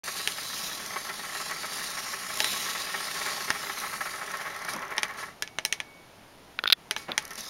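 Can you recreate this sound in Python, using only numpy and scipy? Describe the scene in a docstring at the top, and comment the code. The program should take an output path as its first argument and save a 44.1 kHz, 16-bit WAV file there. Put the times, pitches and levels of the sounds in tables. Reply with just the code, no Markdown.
"""A bicycle chain hisses over its sprockets and rattles the frame as a hand turns the crank.
The bicycle is on a stand, outdoors. The chain slows, and the freewheel's pawls (small spring catches)
snap over their teeth one by one. After a pause the pedal creaks under a new push, sticking and
slipping; the pawls snap again and the chain starts to creep. Soft open air lies behind it all."""
import sys
import numpy as np
from scipy import signal
from scipy.fft import rfft, irfft
from scipy.io import wavfile
from scipy.ndimage import uniform_filter1d

SR = 44100
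rng = np.random.default_rng(int(sys.argv[2]) if len(sys.argv) > 2 else 0)


def log_audio(samples):
    """Write samples as a 16-bit WAV file to the path given in sys.argv[1]."""
    # one column per channel
    frames = np.atleast_2d(samples).T
    # limit to full scale, then quantise
    limited = np.clip(frames, -1, 1)
    pcm = np.round(limited * 32767).astype(np.int16)
    wavfile.write(sys.argv[1], SR, pcm)


N = 330309
T = np.arange(N) / SR

# Levels are relative: the functions add their own gains. ring_s is the time to fade by 60 dB.
# tone of the open air: pitch_hz, level_db
AIR_TONE = [(25, -6), (70, -5.5), (150, -1.5), (400, -4.5), (800, -4), (1500, -10.5), (3000, -13.5),
            (6000, -19), (10000, -20.5), (15500, -30.5)]
# the hand shifts on the pedal: start_s, level_db, length_s
GRIPS = [(4.735, -37.5, 0.032), (7.082, -34.5, 0.022)]
# tone of rubbing fingers: pitch_hz, level_db
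GRIP_TONE = [(60, -40), (170, 3.5), (450, 3), (1000, 4), (2200, -2.5), (5000, -19), (16000, -39)]
# slips of the loaded pedal: start_s, level_db, focus_hz (pitch driven most), push_db (added to level)
CREAKS = [(6.5896, -20.5, 2320, -9), (6.6386, -24, 4130, 1), (6.6567, -21.5, 1510, -8),
          (6.6737, -27, 3700, -19), (6.6763, -16, 3640, -27), (6.701, -17, 3470, -12),
          (6.7036, -23, 3700, -21), (6.7228, -27, 4100, -6), (6.7247, -7, 4430, -13.5),
          (6.7289, -6, 4050, -14), (7.1182, -23, 3670, -21)]
# notes the pedal and crank ring with: pitch_hz, level_db, ring_s
PEDAL_NOTES = [(1466, 7, 0.017), (1800, -5, 0.033), (2365, 4.5, 0.0095), (2580, -0.5, 0.012),
               (2980, -13, 0.0093), (3476, -5, 0.028), (3720, 6.5, 0.0079), (4020, 9, 0.0051),
               (4590, -6, 0.013)]
# tone of the dull push on the crank: pitch_hz, level_db
PUSH_TONE = [(60, -28), (200, -24), (450, -5), (1000, -6), (1420, 7.5), (2000, -9), (5000, -36),
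             (16000, -59)]
# pawls and gear teeth snap: start_s, level_db, tilt_db_per_octave, clank_hz
SNAPS = [(0.2745, -16.5, -1, 3240), (2.4033, -15.5, -2.5, 2260), (2.444, -19, 0.5, 4030),
         (3.5036, -17, -4.5, 1810), (4.9807, -18, -4, 1750), (5.0316, -16.5, -2, 1920),
         (5.4231, -20.5, -0.5, 2744), (5.4755, -34.5, -5.5, 2200), (5.586, -21, -5, 2160),
         (5.6506, -16, 3.5, 2270), (5.7253, -16.5, -0.5, 2080), (5.8019, -24, -4, 2480),
         (6.9100, -18, -1.5, 2030), (6.964, -22.5, -5, 1730), (7.1786, -15, -0.5, 2060)]
# tone of one snap: pitch_hz, level_db
SNAP_TONE = [(60, -43), (250, -29), (600, -19), (1300, -9), (2100, 0), (3400, -2), (4400, -3), (5900, 0),
             (7000, -5.5), (9300, -4), (12000, -14.5), (16000, -21)]
# notes of a pawl landing on the ratchet: pitch_hz, level_db, ring_s
PAWL_NOTES = [(1917, -2.5, 0.017), (2280, 3.5, 0.01), (3235, 0.5, 0.011), (6150, 4, 0.0047)]
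# notes of the rear hub and sprockets: pitch_hz, level_db, ring_s
HUB_NOTES = [(419, -2, 0.076), (637, 0, 0.085), (861, 6.5, 0.08), (1720, 4.5, 0.1), (1840, -17, 0.088),
             (2235, -11.5, 1.25), (2910, 13, 0.033), (3380, -15, 0.045), (4020, 5.5, 0.054),
             (6140, 5, 0.055)]
# single links drop hard onto the front sprocket: start_s, level_db
LINK_DROPS = [(.861, -34), (1.511, -32.5), (2.372, -29), (3.8, -33), (4.315, -35.5), (4.371, -36),
              (4.734, -32), (4.906, -44), (7.314, -39), (7.355, -35), (7.406, -34)]
# a quick, even ticking is heard while the hiss is low: start_s, end_s, ticks_per_s
TICK_SPELLS = [(4.562, 5.16, 34.7), (7.225, 7.35, 37)]
# tone of a link settling on a tooth: pitch_hz, level_db
LINK_TONE = [(1000, -9.5), (4800, -3), (6000, 7.5), (7000, -6), (11000, 0), (12800, -6), (15000, -17)]
# the hardest knocks of slack links on the gear changer: start_s, level_db
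KNOCKS = [(0.078, -26), (0.194, -28.5), (0.38, -29), (0.53, -32), (0.959, -22.5), (1.094, -26),
          (1.234, -31.5), (1.349, -27.5), (1.398, -28.5), (1.512, -25), (1.644, -28.5), (2.13, -28.5),
          (2.298, -29), (2.685, -26.5), (2.749, -26), (2.941, -22.5), (3.212, -24), (3.256, -25.5),
          (3.403, -29), (3.695, -25), (3.836, -25), (3.93, -26.5), (4.007, -21.5), (4.054, -26.5),
          (4.336, -24.5), (4.41, -28.5), (4.459, -28.5), (4.681, -23), (4.918, -26.5), (5.227, -27.5),
          (7.309, -33)]
# where the frame and gear changer ring: pitch_hz, width_hz, level_db
FRAME_PEAKS = [(178, 11.4, -3.5), (399.6, 32, -2), (614, 75, -2.5), (826, 92, -0.5), (1101, 49, 7),
               (1315, 71, 5), (1713, 206, 1), (1846, 17, 5.5), (1870, 23, 2), (2011, 130, 1), (2277, 29, 2)]
# the chain scrapes harder along a steel plate: peak_s, level_db, half_length_s
SCRAPES = [(.2, -42, .04), (0.47, -37.5, .055), (.68, -38.5, 0.056), (2.465, -36, 0.036), (2.7, -44.5, .13)]
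# where that plate rings: pitch_hz, width_hz, level_db
PLATE_PEAKS = [(3923, 140, 10.5), (4260, 270, -9), (6760, 260, -5), (12100, 400, -14), (14100, 360, -13)]
# swishes as the chain slides harder: start_s, level_db, length_s
SWISHES = [(.15, -33.5, 0.051), (1.33, -39, 0.089), (1.72, -38.5, 0.086), (3.77, -40, .05),
           (4.685, -36, 0.026), (5.17, -42.5, 0.043), (6.972, -44, .02), (7.375, -36.5, 0.018)]
# tone of the chain's rubbing rollers: pitch_hz, level_db
HISS_TONE = [(100, -22.5), (170, 0), (300, -6), (1200, -10), (2600, -0.5), (3500, 0), (4400, 2),
             (7000, 0.5), (9300, -1.5), (10500, -2), (13300, -10), (14100, -15), (14800, -41),
             (16000, -1.5)]
# the chain runs, then slows to a stop: time_s, hiss_db, rattle_db
CHAIN_RUN = [(0.039, -39, -44.5), (0.32, -39, -47), (0.66, -37, -44), (0.8, -40.5, -43), (1.24, -42, -41.5),
             (1.8, -39.5, -41), (2.3, -39, -41.5), (2.49, -33.5, -39), (2.9, -39, -40.5),
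             (3.23, -37, -37.5), (3.54, -40.5, -38.5), (4.0, -41, -40), (4.9, -70, -39),
             (5.24, -55.5, -41.5), (5.36, -91, -83)]
# the chain creeps on under the new push: time_s, hiss_db, rattle_db
CHAIN_CREEP = [(6.98, -49.5, -51), (7.096, -77, -57), (7.234, -58.5, -46.5), (7.32, -56, -47),
               (7.49, -43.5, -49.5)]
HISS_COLUMN, RATTLE_COLUMN = 1, 2


def amp(db):
    """Turns decibels into a gain to multiply by."""
    return 10 ** (np.asarray(db) / 20)


def unit_power(x):
    """Scales a signal to an average power of one."""
    return x / np.sqrt(np.mean(x ** 2) + 1e-20)


def add(mix, start_s, sound):
    """Mixes a sound in at the given time."""
    part = mix[round(start_s * SR):][:len(sound)]
    part += sound[:len(part)]


def colour(x, tone, size=4096):
    """Filters a sound to the given tone; white noise keeps its power."""
    hz, db = np.transpose(tone)
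    bin_hz = abs(np.fft.fftfreq(size, 1 / SR)) + 1
    log_gain = np.log(amp(np.interp(np.log(bin_hz), np.log(hz), db)))
    response = np.exp(np.conj(signal.hilbert(log_gain)))  # rings after a hit, never before
    taps = np.fft.ifft(response).real[:size // 2]
    return signal.oaconvolve(x, taps / np.linalg.norm(taps))[:len(x)]


def tilted(tone, db_per_octave):
    """Leans a tone towards the treble or the bass."""
    return [(hz, db + db_per_octave * np.log2(hz / tone[0][0])) for hz, db in tone]


def at_level(hit, db, size=88):
    """Sets the level of a hit's loudest stretch, `size` samples long."""
    return amp(db) * hit / np.sqrt(uniform_filter1d(hit ** 2, size, mode="constant").max())


def wander(rate_hz):
    """A smooth random wobble, about one in size."""
    smoothing = np.exp(-(np.fft.rfftfreq(N, 1 / SR) / rate_hz) ** 2)
    return unit_power(irfft(rfft(rng.standard_normal(N)) * smoothing, N))


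def swells(rows):
    """Power of bursts that rise quickly and die away."""
    power = np.zeros(N)
    for start_s, db, length_s in rows:
        age = 2 * T[:SR // 2] / length_s
        add(power, start_s, amp(db) ** 2 * age * np.exp(1 - age))
    return power


def beats(start_s, end_s, per_s, jitter):
    """Times of a steady beat, each a little early or late."""
    times = np.arange(start_s, end_s, 1 / per_s)
    return np.maximum(times + jitter * rng.standard_normal(len(times)) / per_s, 0)


def body_tone(peaks):
    """The tone of an object that rings at a few pitches."""
    hz = np.geomspace(30, 17000, num=900)
    power = sum(amp(db) ** 2 / (1 + ((hz ** 2 - pitch ** 2) / (hz * width)) ** 2)
                for pitch, width, db in peaks)
    return list(zip(hz, 10 * np.log10(power)))


def ringing(notes, t, spread_db, detune):
    """Fading notes set off by one blow; no two blows sound quite alike."""
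    out = np.zeros(len(t))
    for hz, db, ring_s in notes:
        db += spread_db * rng.standard_normal()
        hz *= 1 + detune * rng.standard_normal()
        out += amp(db - 60 * t / ring_s) * np.cos(2 * np.pi * hz * t)
    return out


def chain_gain(column):
    """Strength of the hiss or the rattle over time; zero while the crank stands still."""
    spells = np.array(CHAIN_RUN), np.array(CHAIN_CREEP)
    return sum(np.interp(T, rows[:, 0], amp(rows[:, column]), left=0, right=0) for rows in spells)


def air(level_db=-52.5):
    """Soft, steady wash of the open air."""
    return amp(level_db) * colour(rng.standard_normal(N), AIR_TONE)


def hand():
    """Dull scuffs of fingers on the pedal."""
    return colour(np.sqrt(swells(GRIPS)) * rng.standard_normal(N), GRIP_TONE)


def pedal(slip_s=0.00034, scrape_db=-12, scrape_s=0.0018, focus_db_per_octave=11, push_s=0.00067,
          faint_db=-33, faint_hz=4400, faint_push_db=-24):
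    """The pedal's screw thread sticks and slips; each slip rings the crank, dry and close."""
    out, t = np.zeros(N), T[:SR // 10]
    onset = 1 - np.exp(-(t / slip_s) ** 2)
    faint_times = beats(start_s=6.669, end_s=6.72, per_s=47, jitter=.08)  # the height of the creak
    faint_slips = [(s, faint_db, faint_hz, faint_push_db) for s in faint_times]
    for start_s, db, focus_hz, push_db in CREAKS + faint_slips:
        notes = [(hz, level - focus_db_per_octave * abs(np.log2(hz / focus_hz)), ring_s)
                 for hz, level, ring_s in PEDAL_NOTES]
        ring = ringing(notes, t, spread_db=0.5, detune=0.02)
        grit = np.gradient(rng.standard_normal(len(t))) * np.exp(-t / scrape_s)
        scrape = amp(scrape_db) * (focus_hz / 4000) ** 2 * grit  # faster slips are grittier
        push = colour(rng.standard_normal(len(t)) * np.exp(-t / push_s), PUSH_TONE)
        add(out, start_s, at_level((ring + scrape) * onset, db) + at_level(push, db + push_db))
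    return out


def freewheel(crack_s=.0007, land_db=-5, body_db=-14, body_s=0.011, echo_db=-17, echo_s=0.0089,
              yard_db=-31, yard_s=0.048, hub_db=-24, clank_db=-3.5, clank_ring_s=0.022):
    """A pawl cracks off its tooth and lands; tooth and hub ring, and the ground and yard echo."""
    out, t = np.zeros(N), T[:SR]
    short_t = t[:SR // 20]
    age = short_t / crack_s
    onset = 1 - np.exp(-t / crack_s)
    decay = amp(body_db) * np.exp(-t / body_s) + amp(yard_db) * np.exp(-t / yard_s)
    for start_s, db, tilt, clank_hz in SNAPS:
        chatter = np.sign(rng.standard_normal(len(age))) * age * np.exp(-age ** 2 / 2)
        crack = at_level(colour(chatter, tilted(SNAP_TONE, tilt)), db - 0.5)
        pawl = ringing(PAWL_NOTES, short_t, spread_db=1, detune=.02)
        landing = at_level(pawl * (1 - np.exp(-3 * age)), db + land_db)
        tail = colour(rng.standard_normal(len(t)) * decay, tilted(SNAP_TONE, tilt - 2))  # duller
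        hub = amp(hub_db) * ringing(HUB_NOTES, t, spread_db=4, detune=0.00095)
        clank = ringing([(clank_hz, clank_db, clank_ring_s)], t, spread_db=2.5, detune=.005)
        add(out, start_s, crack)
        add(out, start_s, amp(db) * (tail + (hub + clank) * onset))
        add(out, start_s + crack_s, landing)
        add(out, start_s + echo_s, amp(echo_db) * (crack + landing))  # bounce off the ground
    return out


def link_ticks(tick_s=0.0017, tick_db=1, stray_per_s=30, stray_db=-1,
               spell_db=-38.5, fade_db_per_s=13, spread_db=3):
    """Single links tick onto the teeth, with fainter stray ticks while the chain runs."""
    even_ticks = [(s, spell_db - fade_db_per_s * (s - start_s) + spread_db * rng.standard_normal())
                  for start_s, end_s, per_s in TICK_SPELLS
                  for s in beats(start_s, end_s, per_s, jitter=.03)]
    power = swells([(s, db + tick_db, tick_s) for s, db in LINK_DROPS + even_ticks])
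    strays = (rng.random(N) < stray_per_s / SR) * rng.exponential(1, N)
    strays *= (amp(stray_db) * chain_gain(HISS_COLUMN)) ** 2
    power += signal.lfilter([1], [1, -np.exp(-1 / (tick_s * SR))], strays)  # each stray dies away
    return colour(np.sqrt(power) * rng.standard_normal(N), LINK_TONE)


def faint_knocks(per_s=13, above_rattle_db=9.5, spread_db=1.5):
    """Further, fainter knocks of the same kind, scattered unevenly and following the rattle's strength:
    start_s, level_db."""
    run_s, _, rattle_db = np.transpose(CHAIN_RUN)
    times = beats(run_s[0], run_s[-2], per_s, jitter=.3)
    scatter_db = spread_db * rng.standard_normal(len(times))
    return list(zip(times, np.interp(times, run_s, rattle_db) + above_rattle_db + scatter_db))


def frame_rattle(body_db=-1.14, uneven_db=2, grain_db=3, knock_db=-6, knock_s=0.0076):
    """The chain jostles its guide wheels and the frame rings; each knock is a brighter clatter."""
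    tone = body_tone(FRAME_PEAKS)
    jostle = unit_power(np.sign(rng.standard_normal(N)) * amp(grain_db * wander(960)))
    strength = chain_gain(RATTLE_COLUMN) * amp(body_db + uneven_db * wander(57))
    out = colour(jostle * strength, tone)
    bright_tone = tilted(tone, db_per_octave=1)
    age = 2 * T[:SR // 8] / knock_s
    for start_s, db in KNOCKS + faint_knocks():
        clatter = colour(rng.standard_normal(len(age)) * np.sqrt(age * np.exp(-age)), bright_tone)
        add(out, start_s, at_level(clatter, db + knock_db, size=300))
    return out


def steel_plate(scrape, graze_db=-12, lean_db=-1):
    """The running chain grazes a plate with a thin sheen; leaning on it brings out its lowest note."""
    tone = body_tone(PLATE_PEAKS)
    sheen = colour(scrape * chain_gain(HISS_COLUMN) * amp(graze_db), tilted(tone, db_per_octave=7))
    lean_power = sum(amp(db) ** 2 * np.exp(-((T - s) / half_s) ** 2) for s, db, half_s in SCRAPES)
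    return sheen + colour(scrape * np.sqrt(lean_power) * amp(lean_db), tone)


def shimmer(x, broad_db=1.7, fine_db=2):
    """The hiss's tone drifts in random patches as the crank turns."""
    spectrum = signal.stft(x, nperseg=1024, noverlap=768)[2]
    for depth_db, bands, frames in (broad_db, 14, 40), (fine_db, 3, 9):
        patches = uniform_filter1d(rng.standard_normal(spectrum.shape), bands, axis=0)
        patches = uniform_filter1d(patches, frames, axis=1)
        spectrum *= amp(depth_db * unit_power(patches))
    return signal.istft(spectrum, nperseg=1024, noverlap=768)[1][:N]


def chain_hiss(links_per_s=24, hiss_db=2, grain_db=2, flutter_db=1.2, link_db=0.06):
    """Countless tiny metal contacts hiss and flutter, pulsing faintly as each link meets a tooth."""
    links_passed = np.cumsum(links_per_s * (1 + 0.17 * wander(2.4))) / SR
    pulsing = amp(flutter_db * wander(58) + link_db * np.sin(2 * np.pi * links_passed))
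    contacts = rng.standard_normal((2, N)) * amp(grain_db * wander(2200))
    rub, scrape = pulsing * unit_power(contacts)
    sliding = np.sqrt((chain_gain(HISS_COLUMN) * amp(hiss_db)) ** 2 + swells(SWISHES))
    return shimmer(colour(rub * sliding, HISS_TONE) + steel_plate(scrape))


def scene():
    """The bicycle and the open air, mixed into one channel."""
    return (chain_hiss() + link_ticks() + frame_rattle() + freewheel() + pedal() + hand() + air())[None]


def record(dry, limit_db=-15, recover_db_per_s=170, lag_s=0.0076, start_s=.035,
           notch_hz=7900, notch_width_hz=1700, top_hz=15780):
    """A small camera nearby dips the level after loud peaks, overloads and cuts some of the treble."""
    power_db = 10 * np.log10(abs(uniform_filter1d(dry[0] ** 2, size=88)) + 1e-12)
    recovery_db = T * recover_db_per_s
    held_db = np.maximum.accumulate(power_db + recovery_db) - recovery_db  # peaks sink back slowly
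    over_db = np.maximum(held_db - limit_db, 0)
    dip_db = np.interp(T - lag_s, T, uniform_filter1d(over_db, size=200))
    x = dry[0] * amp(-dip_db) * (T > start_s)
    x = np.clip(x, -.72, .72)  # overload flattens the tallest peaks
    x = signal.lfilter(*signal.iirnotch(notch_hz, notch_hz / notch_width_hz, SR), x)
    low_pass = signal.firwin(511, top_hz, window=("kaiser", 9), fs=SR)
    return signal.oaconvolve(x, low_pass, "same")[None]


dry = scene()
out = record(dry)
log_audio(out)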